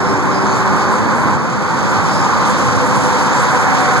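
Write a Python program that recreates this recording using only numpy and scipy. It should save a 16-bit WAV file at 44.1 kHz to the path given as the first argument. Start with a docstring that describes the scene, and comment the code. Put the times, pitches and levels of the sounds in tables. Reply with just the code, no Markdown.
"""Inside a car at highway speed, side window open. Tyres roar on concrete throughout, their tread tone
throbbing with each wheel turn; wind buffets the opening and hisses along the frame; the cabin air booms.
An engine drone drops out in the first second, then a thin tyre whine fades. The level ducks after a hard
gust at 1.3 s. The hiss grows, spurts and whistles once near 3.4 s. Last, a pickup draws alongside:
its tyres howl and the roar brightens."""
import sys
import numpy as np
from scipy.fft import rfft, irfft
from scipy.io import wavfile
from scipy.ndimage import uniform_filter1d, minimum_filter1d

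SR = 44100
rng = np.random.default_rng(int(sys.argv[2]) if len(sys.argv) > 2 else 0)


def transcribe(u):
    """Save the signal u as a 16-bit wav file named by the first command-line argument.

    u: samples, shape (n,) or (channels, n), limited to [-1, 1]; the rate is SR.
    q: integer samples, one column per channel.
    """
    v = np.clip(np.atleast_2d(u).T, -1, 1)
    q = np.round(v * 32767).astype(np.int16)
    wavfile.write(sys.argv[1], SR, q)


N = 176400
TIME_S, BINS_HZ = np.arange(N) / SR, np.fft.rfftfreq(N, 1 / SR)


def from_db(db):
    """Decibels to gain."""
    return 10 ** (np.asarray(db) / 20)


def unit_rms(x):
    """Scale to rms 1."""
    return x / np.sqrt(np.mean(x ** 2) + 1e-20)


def per_sample(rows):
    """Columns of a time table, interpolated at every sample."""
    time_s, *columns = np.transpose(rows)
    return [np.interp(TIME_S, time_s, column) for column in columns]


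def per_bin(rows):
    """Frequency table, interpolated at every bin on a log axis."""
    freq_hz, value = np.transpose(rows)
    return np.interp(np.log(BINS_HZ + 1), np.log(freq_hz), value)


def drift(rate_hz):
    """Low-passed noise, rms 1."""
    return unit_rms(irfft(rfft(rng.standard_normal(N)) / (1 + (BINS_HZ / rate_hz) ** 2), N))


def swell(peak_s, half_width_s):
    """Gaussian envelope, height 1."""
    return np.exp(-((TIME_S - peak_s) / half_width_s) ** 2)


def tone(pitch_hz, width_hz, rough):
    """Sine plus narrow noise around its pitch, rms 1."""
    phase = 2 * np.pi * np.cumsum(pitch_hz * np.ones(N)) / SR
    in_phase = (1 + rough * drift(width_hz)) * np.sin(phase)
    return unit_rms(in_phase + rough * drift(width_hz) * np.cos(phase))


def swelling_tones(rows, width_hz, rough):
    """Noisy tones that each swell and fade."""
    return sum(from_db(level_db) * swell(peak_s, half_width_s) * tone(pitch_hz, width_hz, rough)
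               for peak_s, pitch_hz, level_db, half_width_s in rows)


def glide(rows, width_hz, rough):
    """Tone on a pitch and level curve, silent outside it."""
    pitch_hz, level_db = per_sample(rows)
    gate = (TIME_S >= rows[0][0]) & (TIME_S <= rows[-1][0])
    return from_db(level_db) * tone(pitch_hz, width_hz, rough) * gate


# Left-right noise coherence: freq_hz, coherence_ratio
COHERENCE = [(60, 0.99), (130, 0.77), (230, 0.06), (420, 0.13), (520, 0.9), (660, 0.4), (850, 0.83),
             (1350, 1), (1750, 0.51), (2300, 0.77), (2800, 1), (3400, 0.56), (4600, 0.64), (5500, 0.92),
             (8000, 1), (12000, 1)]

def turbulence(spectrum, shared_db, per_band_db, rate_hz):
    """Stereo noise, rms 1; octave bands flicker both together and separately."""
    coherence = np.clip(per_bin(COHERENCE), 0, .995)
    mid, side = rfft(rng.standard_normal((2, N)))
    pair = np.sqrt(1 + coherence) * mid + np.sqrt(1 - coherence) * side * [[1], [-1]]
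    pair *= from_db(per_bin(spectrum))
    shared, octave, noise = drift(rate_hz), np.log2(BINS_HZ + 1), 0
    for centre in range(4, 15):
        band = irfft(pair * np.maximum(1 - abs(octave - centre), 0), N)
        noise += band * from_db(shared_db * shared + per_band_db * drift(rate_hz))
    return unit_rms(noise)


# Engine drone: firing_multiple, full_load_db, fade_mid_s
ENGINE_ORDERS = [(3, -25.5, 0.446), (4, -25.5, 0.95)]

def engine(firing_hz=96.4, load_db_per_s=7, fade_s=0.13):
    """Engine orders build under load and drop out as the throttle eases."""
    drone = 0
    for multiple, full_load_db, fade_mid_s in ENGINE_ORDERS:
        load = from_db(full_load_db + load_db_per_s * np.minimum(TIME_S - fade_mid_s, 0))
        throttle = np.clip((fade_mid_s - TIME_S) / fade_s + .5, 0, 1)
        drone += load * throttle * tone(multiple * firing_hz, width_hz=5.2, rough=0.18)
    return drone


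# Arching whistle: time_s, pitch_hz, level_db
EDGE_WHISTLE = [(3.29, 6300, -50), (3.32, 6640, -34), (3.355, 7540, -36), (3.378, 7600, -33),
                (3.4, 7680, -29), (3.425, 7560, -43), (3.46, 7400, -62)]
# Breathy half-whistles: peak_s, pitch_hz, level_db, half_width_s
EDGE_BREATHS = [(.08, 5320, -36.5, 0.11), (.38, 5050, -34, 0.07), (.51, 6300, -36, 0.07),
                (.52, 4420, -36, 0.06), (.53, 7000, -41, 0.054), (.82, 4520, -41.5, 0.06),
                (1.3, 4560, -42.5, 1), (2.18, 5070, -31, 0.086), (3.22, 4600, -33, 0.016)]

def edge_tones():
    """Air over the window edge: one clear whistle, several breathy ones."""
    whistle = glide(EDGE_WHISTLE, width_hz=88, rough=.4)
    return whistle + swelling_tones(EDGE_BREATHS, width_hz=220, rough=3.3)


# Hiss envelope: time_s, level_db
HISS_ENVELOPE = [(0, -33), (.32, -32), (.4, -32.5), (.55, -30), (.68, -31), (.82, -30.5), (1.0, -32),
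                 (1.35, -31.5), (1.75, -30), (2.18, -28.5), (2.38, -28.5), (2.55, -27), (2.8, -28.5),
                 (3.22, -26.5), (3.55, -27.5), (3.71, -27), (3.81, -26), (4, -27)]
# Hiss spectrum: freq_hz, relative_density_db
HISS_SPECTRUM = [(1000, -37), (2500, 3), (3200, 0.5), (4000, 1), (5000, .5), (6500, 1.5), (7500, -3.5),
                 (8500, -9), (10000, -15.5), (12000, -21), (15000, -27)]
# Air spurts: peak_s, level_db, half_width_s
AIR_SPURTS = [(.57, -41, 0.035), (0.775, -38, .03), (0.94, -36, 0.028), (1.194, -40, 0.07),
              (2.18, -42, 0.027), (2.492, -32.5, .035), (2.651, -36, .02), (2.873, -40, .02),
              (3.0, -34.5, 0.14), (3.23, -37, 0.036), (3.417, -37, 0.033), (3.522, -34, .03),
              (3.616, -33.5, 0.019), (3.81, -35, 0.024), (3.969, -46, .03)]
# Spurt and flutter spectrum: freq_hz, relative_density_db
BRIGHT_SPECTRUM = [(2000, -25), (5000, -3), (7500, 11.5), (10000, 3), (12500, -8), (15000, -16)]

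def frame_wind(flutter_re_hiss_db=-14.5):
    """Air rushing along the window frame: hiss, brighter flutter, short spurts."""
    hiss_db, = per_sample(HISS_ENVELOPE)
    hiss = turbulence(HISS_SPECTRUM, shared_db=.5, per_band_db=1, rate_hz=23)
    flutter = turbulence(BRIGHT_SPECTRUM, shared_db=3, per_band_db=2, rate_hz=29)
    spurts = turbulence(BRIGHT_SPECTRUM, shared_db=2, per_band_db=-1, rate_hz=39)
    spurt_gain = sum(from_db(level_db) * swell(peak_s, half_width_s)
                     for peak_s, level_db, half_width_s in AIR_SPURTS)
    return from_db(hiss_db) * (hiss + from_db(flutter_re_hiss_db) * flutter) + spurt_gain * spurts


# Cabin resonances: peak_s, pitch_hz, level_db, half_width_s
CABIN_MODES = [(4, 130, -26, 1.8), (2.1, 204, -24, 3.5), (3.3, 268, -27, 0.95)]

def cabin_boom():
    """Air resonances of the cabin swell and fade slowly."""
    return swelling_tones(CABIN_MODES, width_hz=11.7, rough=1.0)


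# Rumble spectrum: freq_hz, relative_density_db
RUMBLE_SPECTRUM = [(20, -39), (40, -23), (70, -8.5), (100, -1), (130, 1.5), (200, -1), (270, -2),
                   (350, -3.5), (500, -10.5), (680, -15), (900, -19), (3000, -74)]
# Gusts: peak_s, bass_rise_db, half_width_s
BASS_GUSTS = [(0.747, 2.5, .03), (1.243, 8.5, 0.033), (1.337, 8.5, 0.037), (2.003, 6, 0.03),
              (2.727, 7, 0.087), (2.978, 8, 0.028)]

def buffeting(start_db=-19, fall_db_per_s=0.84, gust_below_hz=170):
    """Air rumbles in the window opening; gusts lift its bass."""
    rumble = turbulence(RUMBLE_SPECTRUM, shared_db=0.66, per_band_db=-0.7, rate_hz=18)
    rumble *= from_db(start_db - fall_db_per_s * TIME_S)
    bass = irfft(rfft(rumble) / (1 + (BINS_HZ / gust_below_hz) ** 4), N)
    gust_db = sum(rise_db * swell(peak_s, half_width_s) for peak_s, rise_db, half_width_s in BASS_GUSTS)
    return rumble + (from_db(gust_db) - 1) * bass


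# Faint road tones: peak_s, pitch_hz, level_db, half_width_s
ROAD_TONES = [(0.9, 1195, -30, 0.27), (0.75, 857, -28.5, 0.28), (1.75, 899, -32, 0.53),
              (2.25, 1204, -27.5, 0.54), (2.6, 1056, -26, 0.5), (3.1, 905, -25, 0.4), (3.4, 1001, -24, .15),
              (3.7, 790, -27.5, 0.27)]

def road_singing():
    """Faint tones come and go, likely tyres singing on the concrete."""
    return swelling_tones(ROAD_TONES, width_hz=15, rough=1.3)


# Thin whine: time_s, pitch_hz, level_db
TYRE_WHINE = [(0, 1064, -30.5), (.5, 1058, -28), (1.22, 1052, -27), (1.45, 1050, -45)]
# Pickup tyre howl: time_s, pitch_hz, level_db
PICKUP_HOWL = [(3.2, 763, -42), (3.55, 752, -28.5), (3.8, 746.3, -24), (4, 745, -24)]

def tyre_tones():
    """An early tyre whine; a late howl from the pickup's tyres as it draws level."""
    return glide(TYRE_WHINE, width_hz=6.2, rough=0.29) + glide(PICKUP_HOWL, width_hz=16, rough=0.48)


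# Tread tone: time_s, pitch_hz, level_db
TREAD_CURVE = [(0, 488.5, -32), (.6, 504.7, -34), (1.15, 513, -31.5), (2.3, 509, -37.5),
               (2.6, 504.5, -26.5), (3.3, 499.5, -28), (4, 496.4, -26)]

def tyre_tread(wheel_hz=12.27, throb_depth=0.8, throb_peak_s=3.152, jitter_rad=0.36, waver_hz=2.49):
    """The tread sings a wavering tone that throbs once per wheel turn."""
    pitch_hz, level_db = per_sample(TREAD_CURVE)
    wheel_rad = 2 * np.pi * wheel_hz * (TIME_S - throb_peak_s) + jitter_rad * drift(5)
    tread = tone(pitch_hz + waver_hz * drift(8.2), width_hz=7.9, rough=0.39)
    return from_db(level_db) * unit_rms(tread * (1 + throb_depth * np.cos(wheel_rad)))


# Roar envelope before the treble lift: time_s, level_db
ROAR_ENVELOPE = [(0, -17), (.55, -15.5), (1.3, -15.5), (1.9, -15.5), (2.3, -15), (2.9, -15.5), (3.6, -14),
                 (4, -15.5)]
# Roar spectrum: freq_hz, relative_density_db
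ROAR_SPECTRUM = [(250, -17), (440, -9), (580, -5.5), (690, -9.5), (760, -2.5), (900, 0), (1100, 0),
                 (1300, -4), (1500, -4.5), (1800, -9.5), (2100, -12), (2500, -20), (3200, -52), (6000, -65)]

def tyre_roar(alongside_s=3.95, lift_db=3, lift_above_hz=1280):
    """Broad roar of tyres rolling on concrete, brighter as the pickup draws level."""
    level_db, = per_sample(ROAR_ENVELOPE)
    roar = turbulence(ROAR_SPECTRUM, shared_db=0.34, per_band_db=0.17, rate_hz=18)
    treble = irfft(rfft(roar) / (1 + (lift_above_hz / (BINS_HZ + 1)) ** 10), N)
    lift = from_db(lift_db * swell(alongside_s, half_width_s=0.62))
    return from_db(level_db) * (roar + (lift - 1) * treble)


def scene(fade_s=.004):
    """Tyres, car and wind, summed with soft ends."""
    tyres = tyre_tread() + tyre_tones() + tyre_roar() + road_singing()
    car = engine() + cabin_boom()
    wind = buffeting() + frame_wind() + edge_tones()
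    fade = np.minimum(np.minimum(TIME_S, TIME_S[::-1]) / fade_s, 1)
    return (tyres + car + wind) * fade


# Channel balance: freq_hz, left_minus_right_db
CHANNEL_BALANCE = [(60, -3.5), (200, -0.6), (400, -0.3), (600, 0.5), (1100, -0.1), (1350, -2), (1620, -6.5),
                   (2050, 0.5), (2800, -1), (4200, -2), (5500, -2), (7000, -3), (10000, -0.3)]
# Channel phase: freq_hz, left_lead_rad
CHANNEL_PHASE = [(50, 2.9), (210, 2.6), (300, 1.5), (400, .5), (1300, .1), (1500, -.3), (1850, -2.9),
                 (2400, -3.7), (2780, -3.14), (3900, -.2), (4500, .1), (5000, 1.9), (5512, 3.14),
                 (16536, 28.27)]

def record(dry, duck_start_s=1.348, duck_db=3.5, attack_s=0.036, recovery_s=0.58):
    """One timed duck, left-right colour and phase, peak limiter, low-pass."""
    ceiling, cutoff_hz = .93, 15200
    since_s = TIME_S - duck_start_s
    duck = np.clip(since_s / attack_s, 0, 1) * np.clip(1 - since_s / recovery_s, 0, 1)
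    sides = np.array([[.5], [-.5]])
    colour = from_db(sides * per_bin(CHANNEL_BALANCE))
    colour /= np.sqrt(np.mean(colour ** 2, axis=0))  # constant power
    phase_shift = np.exp(1j * sides * np.interp(BINS_HZ, *np.transpose(CHANNEL_PHASE)))
    stereo = irfft(rfft(dry * from_db(-duck_db * duck)) * colour * phase_shift, N)
    limiter_gain = ceiling / np.maximum(abs(stereo), ceiling)
    limiter_gain = uniform_filter1d(minimum_filter1d(limiter_gain, size=81), size=81)
    return irfft(rfft(stereo * limiter_gain) / np.sqrt(1 + (BINS_HZ / cutoff_hz) ** 300), N)


dry = scene()
out = record(dry)
transcribe(out)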